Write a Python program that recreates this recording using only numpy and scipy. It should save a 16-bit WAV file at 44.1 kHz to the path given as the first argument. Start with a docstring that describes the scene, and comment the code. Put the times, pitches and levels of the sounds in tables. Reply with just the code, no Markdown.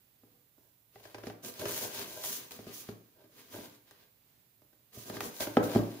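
"""Faint brushes and finger taps on a glossy cardboard box come first, then louder hissing, rasping strokes as
hands grip and turn it on a table. Stick-slip friction of skin on card drives the panels into a rumble; taps
ring their modes and creases snap. Near the end the box is set down on the table with a few heavy blows. The
small room rings on after each blow, over faint room tone and the hiss of a nearby phone."""
import sys
import numpy as np
from scipy import signal
from scipy.fft import rfft, irfft, next_fast_len
from scipy.io import wavfile
from scipy.ndimage import uniform_filter1d

SR = 44100
rng = np.random.default_rng(int(sys.argv[2]) if len(sys.argv) > 2 else 0)


def waveform_to_disk(signal):
    """Save audio, clipped to [-1, 1], as 16-bit WAV at the path in sys.argv[1]."""
    frames = np.transpose(np.atleast_2d(signal))
    scaled = np.clip(frames, -1, 1) * 32767
    samples = np.round(scaled).astype(np.int16)
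    wavfile.write(sys.argv[1], SR, samples)


N = 264600


# a hand slides: start_s, length_s, rise_s, hiss_db, rasp_db, rumble_db, left_minus_right_db
HAND_STROKES = [(0.208, 0.18, 0.025, -85.5, -84, -74, 0), (0.561, 0.13, 0.017, -76, -87, -75, -6),
                (1.01, 0.055, .03, -61.5, -60, -70, 4), (1.245, 0.032, 0.01, -57.5, -57, -68, -7),
                (1.421, 0.069, 0.03, -45, -52.5, -48, -2), (1.589, 0.087, 0.0072, -46.5, -48.5, -44, 1),
                (1.65, 0.17, 0.062, -38, -45.5, -50.5, 1.5), (1.805, 0.039, 0.028, -37, -43.5, -38.5, 1),
                (1.885, .14, 0.069, -43.5, -44.5, -49, 1.5), (2.04, 0.26, 0.046, -48, -73, -53.5, 0),
                (2.228, 0.14, 0.014, -39, -52.5, -56.5, 0.5),
                (2.504, 0.046, 0.0075, -51.5, -55.5, -49, 0.5), (2.659, 0.062, .02, -57, -54.5, -50.5, 4),
                (2.712, 0.093, 0.037, -45.5, -58.5, -72, -3), (3.147, 0.11, 0.03, -93, -74, -62, 0),
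                (3.288, 0.13, 0.11, -60.5, -61, -64.5, -2.5),
                (3.494, 0.078, 0.052, -50, -52.5, -45.5, -0.5),
                (3.581, 0.067, 0.018, -54, -55.5, -53.5, 0.5), (3.851, 0.18, 0.023, -71, -65.5, -71, -1),
                (4.928, 0.099, 0.022, -51.5, -77, -62, -4.5), (5.046, 0.051, 0.011, -49, -55, -51.5, -2.5),
                (5.111, 0.052, .04, -49, -48.5, -40, -2), (5.21, 0.057, 0.013, -43, -51, -43.5, 1.5),
                (5.328, 0.081, 0.028, -49.5, -69, -72, 1), (5.395, 0.037, 0.016, -36.5, -39.5, -36.5, 1),
                (5.623, 0.039, .01, -44.5, -49, -38, 1), (5.672, 0.1, 0.063, -46, -44.5, -37.5, 2)]
# the held box creeps in the grip: start_s, end_s, hiss_db
GRIP_HOLDS = [(0.913, 1.32, -66.5), (1.519, 2.442, -53), (2.505, 2.914, -59.5), (3.0, 3.32, -79),
              (3.324, 3.75, -64), (4.914, 5.997, -57.5)]

def hand_motion(release_t60_s=0.19, hold_rise_s=0.046, hold_rasp_db=0.1, hold_rumble_db=-1.5):
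    """Incoherent sources add in power: strokes and holds give hiss, rasp, rumble and balance in dB."""
    t = np.arange(N) / SR
    holds = [(start, end - start, hold_rise_s, db, db + hold_rasp_db, db + hold_rumble_db, 0)
             for start, end, db in GRIP_HOLDS]
    power, lean = np.full((3, N), 1e-12), np.zeros(N)
    for start, length, rise, hiss, rasp, rumble, pan in HAND_STROKES + holds:
        speed = np.clip((t - start) / rise, 0, 1) * fade(np.maximum(t - start - length, 0), release_t60_s)
        power += (undb([[hiss], [rasp], [rumble]]) * speed) ** 2
        lean += pan * (undb(hiss) * speed) ** 2
    return (*(10 * np.log10(power)), lean / power[0])


# spectra of skin hissing on card and of rasping fibres: frequency_hz, level_db
SKIN_SPECTRUM = [(1500, -24.5), (3000, -3.5), (4500, -3), (6300, 3), (8300, -5), (11000, 0), (13000, -3.5),
                 (14900, 6.5), (16000, -3)]
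FIBRE_SPECTRUM = [(500, -29), (900, 5), (1300, 1), (2000, 3), (3200, 3), (5000, 2), (9000, -21.5)]

def sliding(rasp_trim_db=-1.5, rumble_trim_db=-3, judder_db=-12, judder_hz=135):
    """Sliding friction radiates a hiss and a rasp, and forces the panels into vibration."""
    hiss_db, rasp_db, rumble_db, pan_db = hand_motion()
    grip_db = 0.95 * walk(60)  # finger pressure trembles
    grains = slips(rate_hz=800, spread_db=2.5)
    hiss = unit(colour(two_mics(N) + undb(-4) * grains, SKIN_SPECTRUM)) * undb(hiss_db + grip_db)
    drag = two_mics(N) + undb(-1) * grains
    rasp = unit(colour(drag, FIBRE_SPECTRUM)) * undb(rasp_db + rasp_trim_db + grip_db)
    # the hands wander between slack faces and stiff edges
    t = np.arange(SR // 5) / SR
    rings = [panel(t, pitch, scatter_db=-1, radiate_hz=252) for pitch in (0.945, 1.231)]
    slack, stiff = (unit(cut(convolve(drag, ring), 990, "low")) for ring in rings)
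    stiff_share = (1 + np.tanh(walk(11))) / 2
    body = np.sqrt(1 - stiff_share) * slack + np.sqrt(stiff_share) * stiff
    # the whole box judders on the table
    judder = undb(judder_db) * unit(cut(cut(drag, judder_hz, "low", order=3), judder_hz, "high"))
    rumble = (body + judder) * undb(rumble_db + rumble_trim_db + 2 * walk(30.19))
    return sides(pan_db) * (hiss + rasp) + rumble


def slips(rate_hz, spread_db, bunch_db=4):
    """Stick-slip motion releases tiny impulses in bunches, a few much stronger than the rest."""
    sizes = undb(spread_db * np.minimum(rng.exponential(size=N), 4))
    density = rate_hz * undb(bunch_db * walk(110))
    return unit((rng.random(N) < density / SR) * sizes * rng.standard_normal(N))


# bending modes of the box panels: frequency_hz, level_db, t60_s
PANEL_MODES = [(135, -15.5, 0.069), (258.7, 0.5, 0.046), (330, -6, 0.064), (402, 0.5, 0.027),
               (511, 0.5, 0.036), (778, 3.5, 0.014), (1026, -3, 0.015), (1308, -2.5, 0.029),
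               (1730, -29, 0.005), (1980, -21, 0.0099)]

def panel(t, pitch_ratio, scatter_db, radiate_hz=140, rise_s=0.00023):
    """Modal superposition: a panel rings as damped sines, neighbouring modes in opposite phase."""
    offsets_db = scatter_db * rng.standard_normal(len(PANEL_MODES))
    ring = sum((-1) ** k * undb(db + offsets_db[k]) * fade(t, t60)
               * np.sin(2 * np.pi * hz * pitch_ratio * t) for k, (hz, db, t60) in enumerate(PANEL_MODES))
    # a small stiff patch radiates much less bass than a whole face
    lowest_hz = radiate_hz * pitch_ratio * max(pitch_ratio, 1) ** 2
    return cut(ring * (1 - np.exp(-t / rise_s)), lowest_hz, "high", order=3)


# fingers strike a panel: start_s, thud_db, tick_db, pitch_ratio
FINGER_TAPS = [(0.233, -58.5, -80, 1), (0.579, -63.5, -88, 1.09), (0.957, -52, -66, 1.51),
               (1.053, -51, -54.5, 1.27), (1.145, -44.5, -45.5, 1.2), (1.182, -50, -53.5, 1.3),
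               (1.236, -44, -51, 1.3), (1.269, -37.5, -45, 0.92), (1.299, -47.5, -50, 1.49),
               (1.655, -36.5, -36.5, 1.294), (2.59, -45, -55, 0.88), (2.667, -45.5, -59, 0.79),
               (2.888, -38.5, -49, 0.834), (3.237, -61.5, -71, 0.94), (3.542, -46, -69, 1.13),
               (3.584, -44, -65, 0.85), (4.617, -63.5, -67, 1.18), (4.728, -66, -67.5, 1.16),
               (4.971, -47.5, -71, 0.46), (5.098, -39.5, -44, 0.83), (5.168, -42, -44, 1.2),
               (5.47, -37, -50, 1.12)]
# a crease snaps, or (at 2.024 s) a sliding finger catches sharply: start_s, tick_db, crack_db
SNAPS_AND_CATCHES = [(1.595, -46, -67.5), (2.024, -54, -53), (2.239, -52, -47), (2.509, -49.5, -72),
                     (3.91, -59.5, -65), (5.206, -41, -38.5), (5.406, -37.5, -58)]
# the box is set down on the table: start_s, thud_db, crack_db, tick_db, boom_db, pitch_ratio,
# left_minus_right_db
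BOX_LANDINGS = [(5.569, -15.5, -22.5, -38.5, -41, 0.99, 0.5), (5.63, -38, -42, -55, -43, 0.98, 8),
                (5.749, -29, -46, -40.5, -62, 0.77, -16), (5.758, -18.5, -34, -47, -33.5, 0.85, 12),
                (5.792, -34, -51, -61, -42, 1.11, -9)]
# spectrum of a tick on the glossy surface: frequency_hz, level_db
TICK_SPECTRUM = [(1500, 23.5), (3000, 15.5), (5500, 16), (8300, 2), (11000, 11), (13000, -35), (15000, -36)]

def knocks(split_hz=850, soft_hz=2600, fibre_db=-6, firm_db=-48, brush_db=-66, press_s=0.0014):
    """Impact excitation: a blow thuds in the low modes, cracks in the high ones and ticks on the gloss."""
    blows = [(start, thud, crack, tick, pitch, pan)
             for start, thud, crack, tick, _, pitch, pan in BOX_LANDINGS]
    # stiff, high panels crack more: 8 dB per octave
    blows += [(start, thud, thud - 9.5 + 8 * np.log2(pitch), tick, pitch, 0)
              for start, thud, tick, pitch in FINGER_TAPS]
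    blows += [(start, crack - 7, crack, tick, 1.45, 0) for start, tick, crack in SNAPS_AND_CATCHES]
    out = np.zeros((2, N + SR))
    t = np.arange(SR // 5) / SR
    for start, thud_db, crack_db, tick_db, pitch_ratio, pan_db in blows:
        snap_db = -10.5 + 0.25 * (tick_db - firm_db)  # firm contacts snap
        ring = panel(t, pitch_ratio, scatter_db=1.63)
        thud = attack(cut(ring, split_hz, "low", order=3))
        fibres = attack(colour(contact(t, snap_db, t60_s=0.025), FIBRE_SPECTRUM))
        crack = attack(cut(ring, split_hz, "high", order=3)) + undb(fibre_db) * fibres
        crack = attack(cut(crack, soft_hz * pitch_ratio, "low", order=4))  # yielding card rounds the blow
        tick = attack(colour(contact(t, snap_db, t60_s=0.048), TICK_SPECTRUM))
        treble = undb(crack_db + 1) * crack + undb(tick_db - 1) * tick
        blow = undb(thud_db - 1) * thud + sides(pan_db) * treble
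        if crack_db < brush_db:  # a brushing fingertip presses in slowly
            blow *= 1 - np.exp(-t / press_s)
        add_at(out, start, blow)
    return out[:, :N]


def contact(t, snap_db, t60_s):
    """A contact transient is one impulse followed by a decaying crunch of fibres."""
    return undb(snap_db) * attack(1. * (t == 0)) + attack(two_mics(len(t)) * fade(t, t60_s))


# modes of the table top: frequency_hz, level_db, t60_s
TABLE_MODES = [(55, -2.5, 0.17), (110.8, 3, 0.37)]

def table_booms(rise_s=0.0013):
    """Mechanical coupling passes each tap and landing to the table top, which booms in its low modes."""
    t = np.arange(SR) / SR
    boom = sum(undb(db) * fade(t, t60) * np.sin(2 * np.pi * hz * t) for hz, db, t60 in TABLE_MODES)
    boom *= 1 - np.exp(-t / rise_s)
    out = np.zeros(N + SR)
    for start, thud_db, _, pitch_ratio in FINGER_TAPS:
        coupling_db = -14.5 - 3.5 * np.log2(pitch_ratio)  # slack, wide faces pass on more
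        add_at(out, start, undb(thud_db + coupling_db) * boom)
    for start, _, _, _, boom_db, _, _ in BOX_LANDINGS:
        add_at(out, start, undb(boom_db) * boom)
    return out[:N]


# spectrum of the crackling coat: frequency_hz, level_db
COAT_SPECTRUM = [(800, -15), (2000, -2), (5500, 2.5), (9000, -5.5), (15000, 2)]

def crackles(t60_s=0.011, rubbed_db=-10, hiss_share=0.33):
    """Acoustic emission: the glossy coat clicks at each crease snap or finger catch and crackles sparsely when
    rubbed."""
    t = np.arange(SR // 20) / SR
    clicks = np.zeros((2, N + len(t)))
    for start, tick_db, _ in SNAPS_AND_CATCHES:
        click = attack(colour(two_mics(len(t)) * fade(t, t60_s), COAT_SPECTRUM))
        add_at(clicks, start, undb(tick_db + 1) * click)
    hiss_db, rasp_db, _, _ = hand_motion()
    releases = np.tile(slips(rate_hz=40, spread_db=5), (2, 1))
    burst = two_mics(len(t)) * fade(t, t60_s)
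    crackle = unit(colour(convolve(releases, burst), COAT_SPECTRUM))
    return clicks[:, :N] + crackle * undb(rubbed_db + hiss_share * hiss_db + (1 - hiss_share) * rasp_db)


# standing waves of the room: frequency_hz, resonance_gain_db, t60_s
STANDING_WAVES = [(113.4, -0.5, 0.79), (243.8, 1, 0.7), (294, 12.5, 0.66), (324.4, 6.5, 0.27),
                  (415, -2.5, 0.24), (430, -7, 0.37), (497, 5, 0.4), (822.5, 7.5, 0.11)]

def room(x, early_db=-7, late_db=-4, treble_db=-7, split_hz=2000):
    """Reverberation: early reflections come at once, then a diffuse tail and standing waves die away."""
    t = np.arange(SR) / SR

    def reflections(onset, t60_s):
        """Absorption makes a diffuse field decay exponentially; unit energy per channel."""
        response = two_mics(SR) * fade(t, t60_s) * onset
        return response / np.sqrt(np.sum(response ** 2) / 2)

    early = reflections(t > .003, t60_s=0.079)
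    build_up = np.clip((t - .008) / 0.016, 0, 1)
    low = cut(reflections(build_up, t60_s=0.51), split_hz, "low")
    high = cut(reflections(build_up, t60_s=0.74), split_hz, "high")
    late = low + undb(treble_db) * high
    diffuse = cut(undb(early_db) * early + undb(late_db) * late, 128, "high", order=4)
    standing = np.zeros((2, SR))
    for k, (hz, db, t60) in enumerate(STANDING_WAVES):
        balance = sides((-1) ** k * 2.0)  # each microphone has its own place in the wave
        amplitude = undb(db) * 2 * np.log(1000) / (t60 * SR)
        standing += balance * amplitude * fade(t, t60) * np.sin(2 * np.pi * hz * t)
    return x + convolve(x, diffuse + standing)


# spectra of the room tone and of microphone self-noise: frequency_hz, level_db
AMBIENT_SPECTRUM = [(25, -15), (55, -5.5), (85, -10), (112, 1.5), (160, -6.5), (300, -12), (500, -15.5),
                    (1200, -19), (4000, -19), (15000, -31.5)]
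SELF_NOISE_SPECTRUM = [(1000, -4.5), (4000, -35), (7000, -2), (10000, -5), (11500, 9), (13500, 2.5),
                       (15200, 16), (16000, -31)]

def background(tone_db=-72, hiss_db=-66):
    """The noise floor: faint low room tone, and steady electronic hiss mostly on the right."""
    tone = unit(colour(two_mics(N), AMBIENT_SPECTRUM)) * undb(tone_db + 0.87 * walk(5.19))
    hiss = unit(colour(rng.standard_normal((2, N)), SELF_NOISE_SPECTRUM)) * undb(hiss_db)
    return tone + hiss * undb([[-20], [0]])


def two_mics(size, spacing_m=0.19):
    """Diffuse-field coherence: noise is alike at two microphones in the bass, unrelated in the treble."""
    coherence = .88 * np.sinc(2 * np.fft.rfftfreq(size, 1 / SR) * spacing_m / 343)
    spectra = rfft(rng.standard_normal((2, size)))
    mid, side = irfft(spectra * np.sqrt([1 + coherence, 1 - coherence]), size)
    return np.array([mid + side, mid - side]) / np.sqrt(2)


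def off_centre(x, lag_samples=4):
    """Path difference: sound from the off-centre box reaches the left microphone first."""
    return np.array([x[0], np.pad(x[1], (lag_samples, 0))[:N]])


def sides(pan_db):
    """Constant-power left and right gains for a level difference."""
    gains = undb(np.array([[.5], [-.5]]) * pan_db)
    return gains / np.sqrt(np.mean(gains ** 2, axis=0))


def colour(x, points):
    """Minimum-phase filtering imposes a (frequency_hz, level_db) spectrum and keeps attacks sharp."""
    size = next_fast_len(2 * x.shape[-1])
    size += size % 2
    hz, db = np.transpose(points)
    gain_db = np.interp(np.log(np.arange(size // 2 + 1) * SR / size + 1), np.log(hz), db)
    cepstrum = irfft(np.log(undb(gain_db)))
    cepstrum[1:size // 2] *= 2
    cepstrum[size // 2 + 1:] = 0
    return irfft(rfft(x, size) * np.exp(rfft(cepstrum)))[..., :x.shape[-1]]


def cut(x, hz, kind, order=2):
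    """Maximally flat low-pass or high-pass filter."""
    return signal.sosfilt(signal.butter(order, hz, kind, fs=SR, output="sos"), x)


def convolve(x, response):
    """Convolution passes a stereo sound through an impulse response."""
    return signal.fftconvolve(x, np.atleast_2d(response), axes=1)[:, :N]


def fade(t, t60_s):
    """Exponential damping, 60 dB in t60_s."""
    return np.exp(-np.log(1000) * t / t60_s)


def walk(rate_hz):
    """Smooth random modulation with an rms of one."""
    step = int(SR / rate_hz)
    stairs = np.repeat(rng.standard_normal(N // step + 1), step)
    return unit(uniform_filter1d(stairs, step)[:N])


def undb(db):
    """Amplitude ratio of a level in decibels."""
    return 10 ** (np.asarray(db) / 20)


def unit(x):
    """Normalise to an rms of one."""
    return x / np.sqrt(np.mean(x ** 2))


def attack(x):
    """Normalise to an rms of one over the first 10 ms."""
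    return x / np.sqrt(np.mean(x[..., :SR // 100] ** 2))


def add_at(out, start_s, sound):
    """Superpose a sound from start_s on."""
    first = int(start_s * SR)
    out[..., first:first + sound.shape[-1]] += sound


def scene(rub_direct=0.14):
    """Sources superpose in one room; rubbing faces the phone, so its direct-to-reverberant ratio rises."""
    rubbing = off_centre(sliding() + crackles())
    hits = off_centre(knocks() + table_booms())
    return room(hits + (1 - rub_direct) * rubbing) + rub_direct * rubbing + background()


def record(dry):
    """Band limiting: the phone passes 51 Hz to 15.6 kHz."""
    low_pass = signal.ellip(10, .2, 70, 15600, fs=SR, output="sos")
    return signal.sosfilt(low_pass, cut(dry, 51, "high"))


dry = scene()
out = record(dry)
waveform_to_disk(out)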